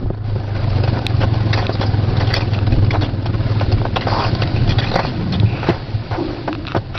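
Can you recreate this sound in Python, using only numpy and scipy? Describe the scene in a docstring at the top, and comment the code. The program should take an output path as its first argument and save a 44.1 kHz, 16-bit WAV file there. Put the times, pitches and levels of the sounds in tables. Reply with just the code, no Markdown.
"""Coaster sled on a steel track

A plastic sled runs down a tubular steel track, heard from the rider's seat through a small camera.
An out-of-round wheel slows and throbs in the hollow shell as orders of its turning rate near the shell's pitch.
Noise and tiny impacts through resonant modes make the wheels roar, hiss, rattle, clatter and grind.
The chassis thumps on bumps, a buckle ticks, flanges howl, narrow rings sound, and the brake rubs late.
Wind is low noise that grows with the shaking of the ride, with gusts on top."""
import sys
import numpy as np
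from scipy import signal
from scipy.fft import rfft, irfft, next_fast_len
from scipy.io import wavfile
from scipy.ndimage import uniform_filter1d

SR = 44100
rng = np.random.default_rng(int(sys.argv[2]) if len(sys.argv) > 2 else 0)


def put_to_file(sound):
    """Save the sound as 16-bit audio at rate SR, in the file named by the first command-line argument."""
    columns = np.atleast_2d(sound).T  # one column per channel
    safe = np.clip(columns, -1, 1)
    whole_steps = np.round(safe * 32767)
    wavfile.write(sys.argv[1], SR, whole_steps.astype(np.int16))


N = 307813
TIME = np.arange(N) / SR  # s


def from_db(db):
    """Level law: decibels to amplitude gain."""
    return 10 ** (np.asarray(db) / 20)


def rms_one(x):
    """Power normalisation: scale to rms 1."""
    return x / np.sqrt(np.mean(x ** 2) + 1e-20)


def even_level(x, window, floor):
    """Automatic levelling: divide by the moving rms over a window of samples."""
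    return x / np.sqrt(np.abs(uniform_filter1d(x ** 2, size=window)) + floor)


def in_time(rows):
    """Linear interpolation: each column of a curve at every sample."""
    s, *columns = np.transpose(rows)
    return [np.interp(TIME, s, c) for c in columns]


def drift(rate):
    """Low-passed noise: smooth chance of rms 1 that changes about rate times a second."""
    step = 40  # samples between the slow values
    r = np.exp(-2 * np.pi * step * rate / SR)
    noise = rng.standard_normal(N // step + 2002)
    # the first 2000 values let the filter settle
    slow = signal.lfilter([1], [1, -2 * r, r * r], noise)[2000:]
    return np.interp(np.arange(N) / step, np.arange(len(slow)), rms_one(slow))


def coloured(x, spectrum):
    """Spectral shaping: a drawn spectrum that falls 30 dB per octave outside its ends; rms 1."""
    hz, db = np.transpose(spectrum)
    octave = np.log2(np.maximum(np.fft.rfftfreq(2 * N, 1 / SR), 1))
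    outside = np.abs(octave - np.clip(octave, np.log2(hz[0]), np.log2(hz[-1])))
    shape_db = np.interp(octave, np.log2(hz), db) - 30 * outside
    size = next_fast_len(N)
    gain = np.interp(np.linspace(0, N, size // 2 + 1), np.arange(N + 1), from_db(shape_db))
    return rms_one(irfft(rfft(x, size) * gain, size)[:N])


def resonate(x, hz, width_hz):
    """Damped resonance: two poles, with gain 1 on top."""
    r = np.exp(-np.pi * width_hz / SR)
    zeros = np.array([1, 0, -1]) * (1 - r * r) / 2
    poles = [1, -2 * r * np.cos(2 * np.pi * hz / SR), r * r]
    return signal.lfilter(zeros, poles, x + 1e-18)


def body(x, modes):
    """Modal superposition: parallel modes with alternating signs."""
    return sum((-1) ** k * from_db(db) * resonate(x, hz, width)
               for k, (hz, width, db) in enumerate(modes))


def shaken(force, modes, wander_db):
    """Forced vibration: a moving contact point shifts the power of a noisy force from mode to mode."""
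    click = signal.unit_impulse(SR // 10)
    power = np.array([np.sum(body(click, [mode]) ** 2) for mode in modes])
    favour = np.array([from_db(wander_db * drift(17)) for mode in modes])
    rings = [(-1) ** k * favour[k] * body(force, [mode]) for k, mode in enumerate(modes)]
    return sum(rings) / np.sqrt(power @ favour ** 2)


def blows(times, db):
    """Impulsive excitation: one click for each blow."""
    clicks = np.zeros(N)
    clicks[np.clip(np.round(times * SR).astype(int), 0, N - 1)] = from_db(db)
    return clicks


def struck(times, peak_db, modes):
    """Impulse response: a body under single blows, each ringing up to its peak."""
    return body(blows(times, peak_db), modes) / np.abs(body(signal.unit_impulse(SR // 10), modes)).max()


def contacts(per_s, spread_db):
    """Random impact train: tiny impacts of uneven size and either sign; rms 1."""
    sizes = from_db(spread_db * np.minimum(rng.exponential(1, N), 4)) * rng.choice([-1, 1], N)
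    return rms_one(sizes * (rng.random(N) < per_s / SR))


def swell(start, length, rise, fall):
    """Pressure envelope: linear build-up, a hold until length has passed, exponential decay (all in s)."""
    age = np.maximum(TIME - start, 0)
    return np.minimum(age / rise, 1) * np.exp(-np.minimum(np.maximum(age - length, 0) / fall, 20))


def surges(rows, rise, fall):
    """Superposition: summed swells given as (start [s], length [s], level [dB])."""
    return sum(from_db(db) * swell(s, length, rise, fall) for s, length, db in rows)


def softened(x, cut_hz):
    """Compliant contact: a low-pass takes off the sharp edge."""
    return signal.sosfilt(signal.butter(2, min(cut_hz, SR / 3), fs=SR, output="sos"), x)


def without_lows(x, cut_hz):
    """High-pass filtering: only the quick part of a motion remains."""
    return signal.sosfilt(signal.butter(2, cut_hz, "high", fs=SR, output="sos"), x)


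def gliding(start, length, hz, hz_per_s, width_hz):
    """Noise-driven resonance: band noise on a carrier that may glide over the length; rms near 1."""
    noise = rng.standard_normal(N) + 1j * rng.standard_normal(N)
    band = softened(noise, cut_hz=width_hz / 2)
    pitch = hz + hz_per_s * np.clip(TIME - start, 0, length)
    tone = np.real(band * np.exp(2j * np.pi * np.cumsum(pitch) / SR))
    return even_level(tone, window=SR // 12, floor=1e-12)


# the out-of-round wheel slows all the way: (time [s], rate [turns/s])
WHEEL = [(0, 27.185), (1.65, 20.882), (3.1, 19.5), (4.25, 14.48), (6.98, 10.6)]


def wheel_turns(start_turn):
    """Rotation: the wheel's rate integrates to its angle in turns."""
    rate, = in_time(WHEEL)
    return np.cumsum(rate) / SR + start_turn, rate


# how hard the ride shakes the sled; drives boom, rumble and wind: (time [s], level [dB])
RIDE = [(0, -4.5), (.21, -5.5), (.25, -4), (.35, -1), (.48, -1.5), (.7, 1), (2.9, 0), (4.3, -1.5),
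        (5.4, -3), (5.8, -12), (6.98, -14.5)]
# the wheel goes light and its throb eases: (start [s], length [s])
LIFTS = [(-.04, 0.24), (0.382, 0.21), (0.9, 0.2), (1.58, .24), (2.324, 0.092), (3.022, 0.21), (3.817, 0.44),
         (4.818, 0.44)]
LIFT_LOSS_DB = 5
# hollow of the shell
BOOM_HZ, BOOM_WIDTH_HZ = 106, 28.5
BOOM_DB = -16  # at 0 dB of ride
# wheel rates [turns/s] where the throb sets in and is full, and its full share of the boom's power
THROB_FROM_PER_S, THROB_FULL_PER_S, THROB_SHARE = 13, 15, 0.9


def boom(turns, rate):
    """Order excitation: a high spot pushes once a turn; the hollow favours orders near its own pitch."""
    throb = 0
    for order in range(3, 11):
        detune = (order * rate - BOOM_HZ) / (BOOM_WIDTH_HZ / 2)
        waver = from_db(drift(2))
        throb = throb + waver * np.cos(2 * np.pi * order * turns) / (1 + detune ** 2)
    throb = even_level(throb, window=SR // 4, floor=1e-9)
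    # uneven rails shake the same hollow at random
    uneven = resonate(rng.standard_normal(N), BOOM_HZ, 2 * BOOM_WIDTH_HZ)
    uneven = rms_one(resonate(uneven, BOOM_HZ, 2 * BOOM_WIDTH_HZ))
    uneven = even_level(uneven, window=SR // 6, floor=1e-9)
    share = np.clip(np.interp(rate, [THROB_FROM_PER_S, THROB_FULL_PER_S], [0, THROB_SHARE]), 0, 1)
    lifted = sum(swell(s, length, rise=0.03, fall=0.024) for s, length in LIFTS)
    level_db = BOOM_DB + in_time(RIDE)[0] - LIFT_LOSS_DB * lifted
    return from_db(level_db) * (np.sqrt(share) * throb + np.sqrt(1 - share) * uneven)


# wheel rates [turns/s]: nothing shakes loose below the first; the second is the cruising rate
SMOOTH_PER_S, CRUISE_PER_S = 12, 18


def agitation(rate):
    """Speed-dependent excitation: shaking from 0 to 1; the sled runs smoothly once it has slowed."""
    return np.interp(rate, [SMOOTH_PER_S, CRUISE_PER_S], [0, 1])


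# how hard the wheels press on the rails; drives roar, hiss, rumble and rattle: (time [s], level [dB])
PRESS = [(0, -9.5), (.225, -14), (.25, -3), (.47, -5), (.62, 1), (2.2, 2), (2.95, -0.5), (3.2, -4),
         (3.52, 3), (3.9, 0), (4.3, 4.5), (5.25, 0.5), (5.55, 0.5), (5.75, 0.5), (6.03, -1.5), (6.3, 2),
         (6.6, -3), (6.98, -6)]
# levels at 0 dB of ride and press and at the cruising rate; tread is the reference for hiss and sizzle
RUMBLE_DB, ROAR_DB, TREAD_DB = -27, -31, -38.5
# dB gained per dB of ride or press
RUMBLE_PER_RIDE, RUMBLE_PER_PRESS, ROAR_PER_PRESS, HISS_PER_PRESS = 0.96, 0.21, 0.95, 1.21
# a faster wheel shifts the noise from rumble to roar (dB per octave of wheel rate)
ROAR_DB_PER_OCTAVE, RUMBLE_DB_PER_OCTAVE = 3.5, -6


def roll_levels(rate):
    """Power-law scaling: rumble, roar and tread in dB from ride, press and the wheel's rate."""
    ride, press = in_time(RIDE)[0], in_time(PRESS)[0]
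    octaves = np.log2(rate / CRUISE_PER_S)
    rumble_db = RUMBLE_DB + RUMBLE_PER_RIDE * ride + RUMBLE_PER_PRESS * press
    rumble_db = rumble_db + RUMBLE_DB_PER_OCTAVE * octaves
    roar_db = ROAR_DB + ROAR_PER_PRESS * press + ROAR_DB_PER_OCTAVE * octaves
    return rumble_db, roar_db, TREAD_DB + HISS_PER_PRESS * press


# colours of rumble and tread hiss: (frequency [Hz], relative density [dB per Hz])
RUMBLE = [(110, -6.5), (160, 0.5), (220, -0.5), (320, 0.5), (420, -11), (560, -15.5)]
HISS = [(1600, 0.5), (2100, -1), (2500, -1.5), (3200, -2.5), (3950, -1), (4350, 0.5), (4900, -2),
        (5400, -13), (6000, -33.5)]
# rough stretches of rail, where the rumble surges: (start [s], length [s], level [dB])
ROUGH = [(0, 0.029, -22), (1.17, 0.086, -23), (2.62, 0.42, -26.5), (3.66, 0.15, -28), (4.5, 0.21, -28)]
# modes of the plastic shell and the steel wheel carriers: (frequency [Hz], width [Hz], gain [dB])
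SHELL = [(363.6, 74, 3), (547.3, 65.5, 4.5), (662, 76, 3), (764, 100, 3), (928, 94, -1.5), (1056, 65, -2.5),
         (1220, 134, -5.5), (1501, 134, -6.5), (1700, 83, -7.5), (1940, 930, -16)]
STEEL = [(1950, 260, -3), (2310, 140, -2), (2510, 160, 0), (2820, 260, 0), (3420, 260, -1), (3860, 240, -1),
         (4220, 200, -1), (4370, 90, 4), (4620, 280, -1), (4880, 240, 0), (5170, 300, -5)]
# swing of the wheel load at full agitation: once a turn (peak), and at random (rms)
TURN_SWING_DB, SHAKE_DB = 1.5, 2


def rolling(turns, rate):
    """Roughness excitation: rail texture under a load that pulses with each turn and shakes at random."""
    rumble_db, roar_db, tread_db = roll_levels(rate)
    load_db = agitation(rate) * (TURN_SWING_DB * np.cos(2 * np.pi * turns) + SHAKE_DB * drift(31))
    rumble_level = np.hypot(from_db(rumble_db), surges(ROUGH, rise=0.041, fall=0.021))
    rumble = rumble_level * from_db(load_db) * coloured(rng.standard_normal(N), RUMBLE)
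    roar_force = from_db(roar_db + load_db) * contacts(per_s=1600, spread_db=1.0)
    roar = shaken(roar_force, SHELL, wander_db=2.5)
    # the tread follows the load at half strength
    tread = from_db(tread_db + 0.5 * load_db)
    hiss = from_db(-3.5) * tread * coloured(contacts(per_s=11000, spread_db=4.5), HISS)
    sizzle_force = from_db(-5.5) * tread * contacts(per_s=2200, spread_db=0.5)
    sizzle = shaken(sizzle_force, STEEL, wander_db=3.5)
    return rumble + roar + hiss + sizzle


# jolts per s at full agitation, decay of a jolt [s], drive of shell and steel against roar and tread [dB]
JOLTS_PER_S, JOLT_S, JOLT_SHELL_DB, JOLT_STEEL_DB = 19, 0.0082, 5, 8


def rattle(rate):
    """Random impacts: jolts set loose fittings chattering, harder as the wheels roll harder."""
    _, roar_db, tread_db = roll_levels(rate)
    jolts = (rng.random(N) < JOLTS_PER_S * agitation(rate) / SR) * rng.uniform(0.48, 1, N)
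    shaking = signal.lfilter([1], [1, -np.exp(-1 / (JOLT_S * SR))], jolts + 1e-18)
    force = shaking * contacts(per_s=2500, spread_db=5.5)
    shell = shaken(from_db(roar_db + JOLT_SHELL_DB) * force, SHELL, wander_db=0.5)
    return shell + shaken(from_db(tread_db + JOLT_STEEL_DB) * force, STEEL, wander_db=4.0)


# colour of the wind: (frequency [Hz], relative density [dB per Hz])
GUSTS = [(12, -11.5), (30, -5), (50, -9.5), (75, -13.5), (100, -6.5)]
# gusts that hit the microphone: (start [s], length [s], level [dB])
BUFFETS = [(.02, 0.075, -19), (.69, 0.051, -24), (2.69, 0.11, -17), (3.64, 0.11, -19.5), (4.52, 0.24, -21),
           (6.93, 0.057, -31)]
# level at 0 dB of ride, and dB gained per dB of ride
WIND_DB, WIND_PER_RIDE = -26, 0.58


def wind():
    """Turbulent pressure: lumpy low noise at the microphone grows with the ride, and gusts come on top."""
    lumps_db = 1.5 * drift(8)
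    steady = from_db(WIND_DB + WIND_PER_RIDE * in_time(RIDE)[0])
    pressure = np.hypot(steady, surges(BUFFETS, rise=0.016, fall=0.03))
    return pressure * from_db(lumps_db) * coloured(rng.standard_normal(N), GUSTS)


# the chassis bottoming on bumps: (time [s], boom level [dB], slap peak before softening [dB])
THUMPS = [(0.059, -48, -16), (.102, -30, -9.5), (.359, -24, -13.5), (1.692, -34, -10.5), (3.723, -5.5, -37),
          (4.757, -6, -44), (4.958, -25, -4.5), (5.39, -8, -52), (5.431, -5, -11.5), (5.687, -15, 0),
          (5.699, -36, -1.5), (5.935, -10, -41), (6.11, -15, -24), (6.482, -41, -12), (6.748, -29, -9),
          (6.763, -11, -6)]
# panel struck by the chassis: (frequency [Hz], width [Hz], gain [dB])
PANEL = [(161, 110, 7), (378, 48, 12), (554, 230, -2), (860, 280, -4)]
# hold of the squeeze on the hollow, time between touches of the bouncing panel, loss per touch
SQUEEZE_S, BOUNCE_S, BOUNCE_LOSS_DB = 0.021, 0.00595, 12


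def thumps():
    """Impact and cavity response: a padded slap on a bouncing floor panel, and a boom of the hollow."""
    s, boom_db, slap_db = np.transpose(THUMPS)
    squeezes = [(start, SQUEEZE_S, db) for start, db in zip(s, boom_db)]
    squeeze = surges(squeezes, rise=0.014, fall=0.013)
    hollow = squeeze * np.sin(2 * np.pi * BOOM_HZ * TIME)
    touches = np.arange(3)[:, None]
    touch_times = (s + touches * BOUNCE_S).ravel()
    touch_db = (slap_db - touches * BOUNCE_LOSS_DB).ravel()
    return hollow + softened(struck(touch_times, touch_db, PANEL), cut_hz=2300)


def crack(force):
    """Direct contact sound: the broad, dry snap of each contact, with no ring."""
    return 2 * without_lows(force, cut_hz=1200)


# hard clacks of the wheels at rail joints and in bends:
# (time [s], relative shell drive [dB], relative steel drive [dB], length [s])
CLACKS = [(0.0997, -17, -55, 0.0029), (0.875, -8.5, -25, 0.012), (1.203, -3.5, -25.5, 0.04),
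          (1.529, -9, -16, 0.016), (1.573, -5.5, -25.5, 0.02), (1.624, -11.5, -43, 0.0065),
          (1.691, -8, -40, 0.006), (1.81, -3, -22, 0.028), (2.168, -19.5, -24, 0.0066),
          (2.199, -6.5, -26, 0.03), (2.301, -13, -38, 0.015), (2.338, -17, -16.5, 0.014),
          (2.362, -10, -18, 0.014), (2.406, -13.5, -24, 0.0076), (2.533, -14, -24, 0.018),
          (2.721, -22, -26.5, 0.008), (2.906, -22, -16, 0.0067), (2.928, -5.5, -34, 0.044),
          (3.01, -10, -26, 0.053), (3.257, -10, -26, 0.013), (3.609, -3.5, -28, 0.0098),
          (3.8135, -11.5, -50, 0.005), (3.85, -4.5, -40, 0.011), (3.959, -2.5, -18.5, 0.015),
          (4.009, -12, -24.5, 0.028), (4.068, -1.5, -37, 0.014), (4.201, -13, -33, 0.011),
          (4.238, -11, -25.5, 0.027), (4.419, -7, -17, 0.014), (4.561, -15.5, -24, 0.01),
          (4.692, -17, -21.5, 0.034), (4.784, -9.5, -17, 0.016), (4.914, -10, -26, 0.01),
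          (4.939, -11, -25, 0.0076), (4.956, -2.5, -19, 0.0042), (4.985, -7, -32, 0.02),
          (5.047, -10.5, -37, 0.0045), (5.323, -14.5, -23, 0.034), (5.628, -8.5, -39, 0.017),
          (5.689, -11, -27, 0.016), (6.109, -7.5, -38, 0.056), (6.476, -4, -33, 0.013),
          (6.7465, -4, -44, 0.014), (6.762, -8, -28, 0.017), (6.949, -12, -33, .01)]
# wheel flanges grinding: (start [s], length [s], shell drive [dB], steel drive [dB])
GRINDS = [(1.556, 0.057, -26, -31), (2.27, 0.1, -31.5, -28.5), (4.08, 0.16, -20.5, -30.5),
          (4.822, 0.054, -26.5, -27), (4.931, 0.14, -26, -30.5), (5.528, 0.14, -32.5, -51.5),
          (5.663, 0.055, -22, -32.5)]
CLACK_FADE_DB = 5  # fall of a clack's flurry over its length
CRACK_DB = -10.5  # gain of the bare crack of steel on steel, beside its ring


def clatter():
    """Repeated impact: a clack is a blow and a fading flurry, a grind a flurry; both shake shell and steel."""
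    on_shell, on_steel = np.zeros(N), np.zeros(N)
    for s, shell_db, steel_db, length in CLACKS:
        fade_db = CLACK_FADE_DB * (.5 - np.clip((TIME - s) / length, 0, 1))
        press = swell(s, length, rise=.0005, fall=.006) * from_db(fade_db)
        on_shell += from_db(shell_db - 14.0) * press
        on_steel += from_db(steel_db - 1.5) * press
    for s, length, shell_db, steel_db in GRINDS:
        press = swell(s, length, rise=0.00088, fall=0.048)
        on_shell += from_db(shell_db) * press
        on_steel += from_db(steel_db) * press
    chatter = from_db(2.0 * drift(210))
    times, shell_db, steel_db, length = np.transpose(CLACKS)
    steel_flurry = on_steel * chatter * contacts(per_s=2200, spread_db=0.5)
    steel_force = steel_flurry + blows(times, steel_db + 17)
    steel = shaken(steel_force, STEEL, wander_db=6.5) + from_db(CRACK_DB) * crack(steel_force)
    steel = softened(steel, cut_hz=3950)
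    shell_force = on_shell * chatter * contacts(per_s=2200, spread_db=4.5)
    flurry = shaken(shell_force, SHELL, wander_db=0.0)
    # the shorter the clack, the more of its shell force lands in the first blow, which the tyre softens
    first_blow = struck(times, shell_db + 5 - 400 * length, SHELL)
    knock = flurry + softened(first_blow, cut_hz=1050)
    return steel + without_lows(knock, cut_hz=500)


# buckle ticks: (time [s], peak [dB], brightness [dB per octave])
TICKS = [(1.0664, -0.5, 16), (1.6676, -7.5, 13), (2.5891, -13, -1), (3.599, -13, 8), (5.3996, -10, 26),
         (6.529, -9.5, -3.5), (6.5508, -14, -5), (6.652, -17.5, -8), (6.6686, -11.5, 20), (6.677, -13, -2),
         (6.6834, -12.5, 2), (6.7199, -10, -5), (6.977, -10, 6)]
# modes of the buckle: (frequency [Hz], width [Hz], gain [dB])
BUCKLE = [(1240, 480, 0.5), (2600, 230, 4.5), (3500, 290, -2), (3870, 250, -1.7)]


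def buckle():
    """Modal beating: hard ticks start all modes together; a harder contact favours the higher ones."""
    out, click = np.zeros(N + SR), signal.unit_impulse(SR // 10)
    contact = softened(softened(click, cut_hz=4200), cut_hz=4200)
    lowest_hz = BUCKLE[0][0]
    for s, peak_db, tilt in TICKS:
        tick = sum(from_db(db + tilt * np.log2(hz / lowest_hz)) * resonate(contact, hz, width)
                   for hz, width, db in BUCKLE)
        start = int(round(s * SR))
        out[start:start + len(tick)] += from_db(peak_db) * tick / np.abs(tick).max()
    return out[:N]


# a grinding flange howls: (start [s], length [s], pitch [Hz], glide [Hz/s], level [dB])
HOWLS = [(1.585, 0.058, 817, -2500, -32), (4.116, 0.13, 769, 2309, -21.5),
         (4.811, 0.028, 1598, 9000, -27.5), (4.972, 0.026, 853, 2003, -23),
         (5.666, 0.035, 1417, 11996, -28.5), (6.106, .13, 885, -1600, -30), (6.265, 0.097, 572, -900, -35)]
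# narrow rings: the rail singing high, a clack's ring at 2750 Hz, the brake pads' ring at 2540 Hz:
# (start [s], length [s], pitch [Hz], level [dB])
RINGS = [(1.722, 0.014, 4700, -31), (1.856, 0.013, 4800, -33), (3.957, .012, 2750, -24.5),
         (4.07, 0.22, 4750, -34), (5.052, 0.028, 4400, -35), (5.454, .22, 2540, -37)]
HOWL_Q, RING_Q = 2.3, 7  # sharpness: pitch over width


def howls_and_rings():
    """Stick-slip and resonance: a flange howls, gliding; rail, a clack and the brake pads ring narrowly."""
    out = np.zeros(N)
    for s, length, hz, db in RINGS:
        ring = gliding(s, length, hz, 0, hz / RING_Q)
        out += from_db(db) * swell(s, length, rise=0.006, fall=0.014) * ring
    # the flange sticks and slips, which makes the howl gritty
    grit = rms_one(from_db(2.5 * drift(180)))
    for s, length, hz, glide, db in HOWLS:
        cry = gliding(s, length, hz, glide, hz / HOWL_Q)
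        out += from_db(db) * grit * swell(s, length, rise=0.006, fall=0.017) * cry
    return out


# brake pads scuffing: (start [s], length [s], level [dB])
RUBS = [(5.52, 0.2, -35), (6.675, .03, -26), (6.925, .14, -25.5)]
# modes of the pads: (frequency [Hz], width [Hz], gain [dB])
PADS = [(1320, 320, 0), (2270, 30, -0.5), (2594, 210, -5), (3830, 180, -10.5)]
# the floor panel groans under strain, and rings briefly after the knock at 6.47 s:
# (start [s], length [s], pitch [Hz], glide [Hz/s], level [dB])
PANEL_TONES = [(5.12, 0.3, 195, -77.5, -25.5), (6.162, 0.084, 347.4, -420, -20),
               (6.308, 0.282, 344.7, -130, -32), (6.468, 0.03, 315, 0, -22)]
PANEL_TONE_Q = 5.5  # pitch over width


def brake_and_floor():
    """Sliding friction: pads scuff in their resonances; the floor groans, sagging, and rings after a knock."""
    scuff = shaken(contacts(per_s=7800, spread_db=4.5), PADS, wander_db=0.0)
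    out = surges(RUBS, rise=0.052, fall=0.019) * scuff
    for s, length, hz, glide, db in PANEL_TONES:
        tone = gliding(s, length, hz, glide, hz / PANEL_TONE_Q)
        out += from_db(db) * swell(s, length, rise=0.028, fall=0.075) * tone
    return out


def scene():
    """Linear superposition: every source rides with the microphone in the open air, so they simply add."""
    turns, rate = wheel_turns(start_turn=.31)
    wheels = boom(turns, rate) + rolling(turns, rate) + rattle(rate)
    hits = thumps() + clatter() + buckle()
    return (wheels + wind() + hits + howls_and_rings() + brake_and_floor())[None]


# the camera's bandwidth, the amplitude at which it clips, and the upper limit after clipping
CAMERA_BAND_HZ, OVERLOAD, CUTOFF_HZ = 5850, .72, 15800


def record(dry):
    """Band-limiting and overload: clipping the narrow band on the hardest hits adds a bright snap."""
    narrow = signal.sosfilt(signal.ellip(10, .2, 70, CAMERA_BAND_HZ, fs=SR, output="sos"), dry)
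    clipped = np.clip(narrow, -OVERLOAD, OVERLOAD)
    return signal.sosfilt(signal.ellip(10, .2, 70, CUTOFF_HZ, fs=SR, output="sos"), clipped)


dry = scene()
out = record(dry)
put_to_file(out)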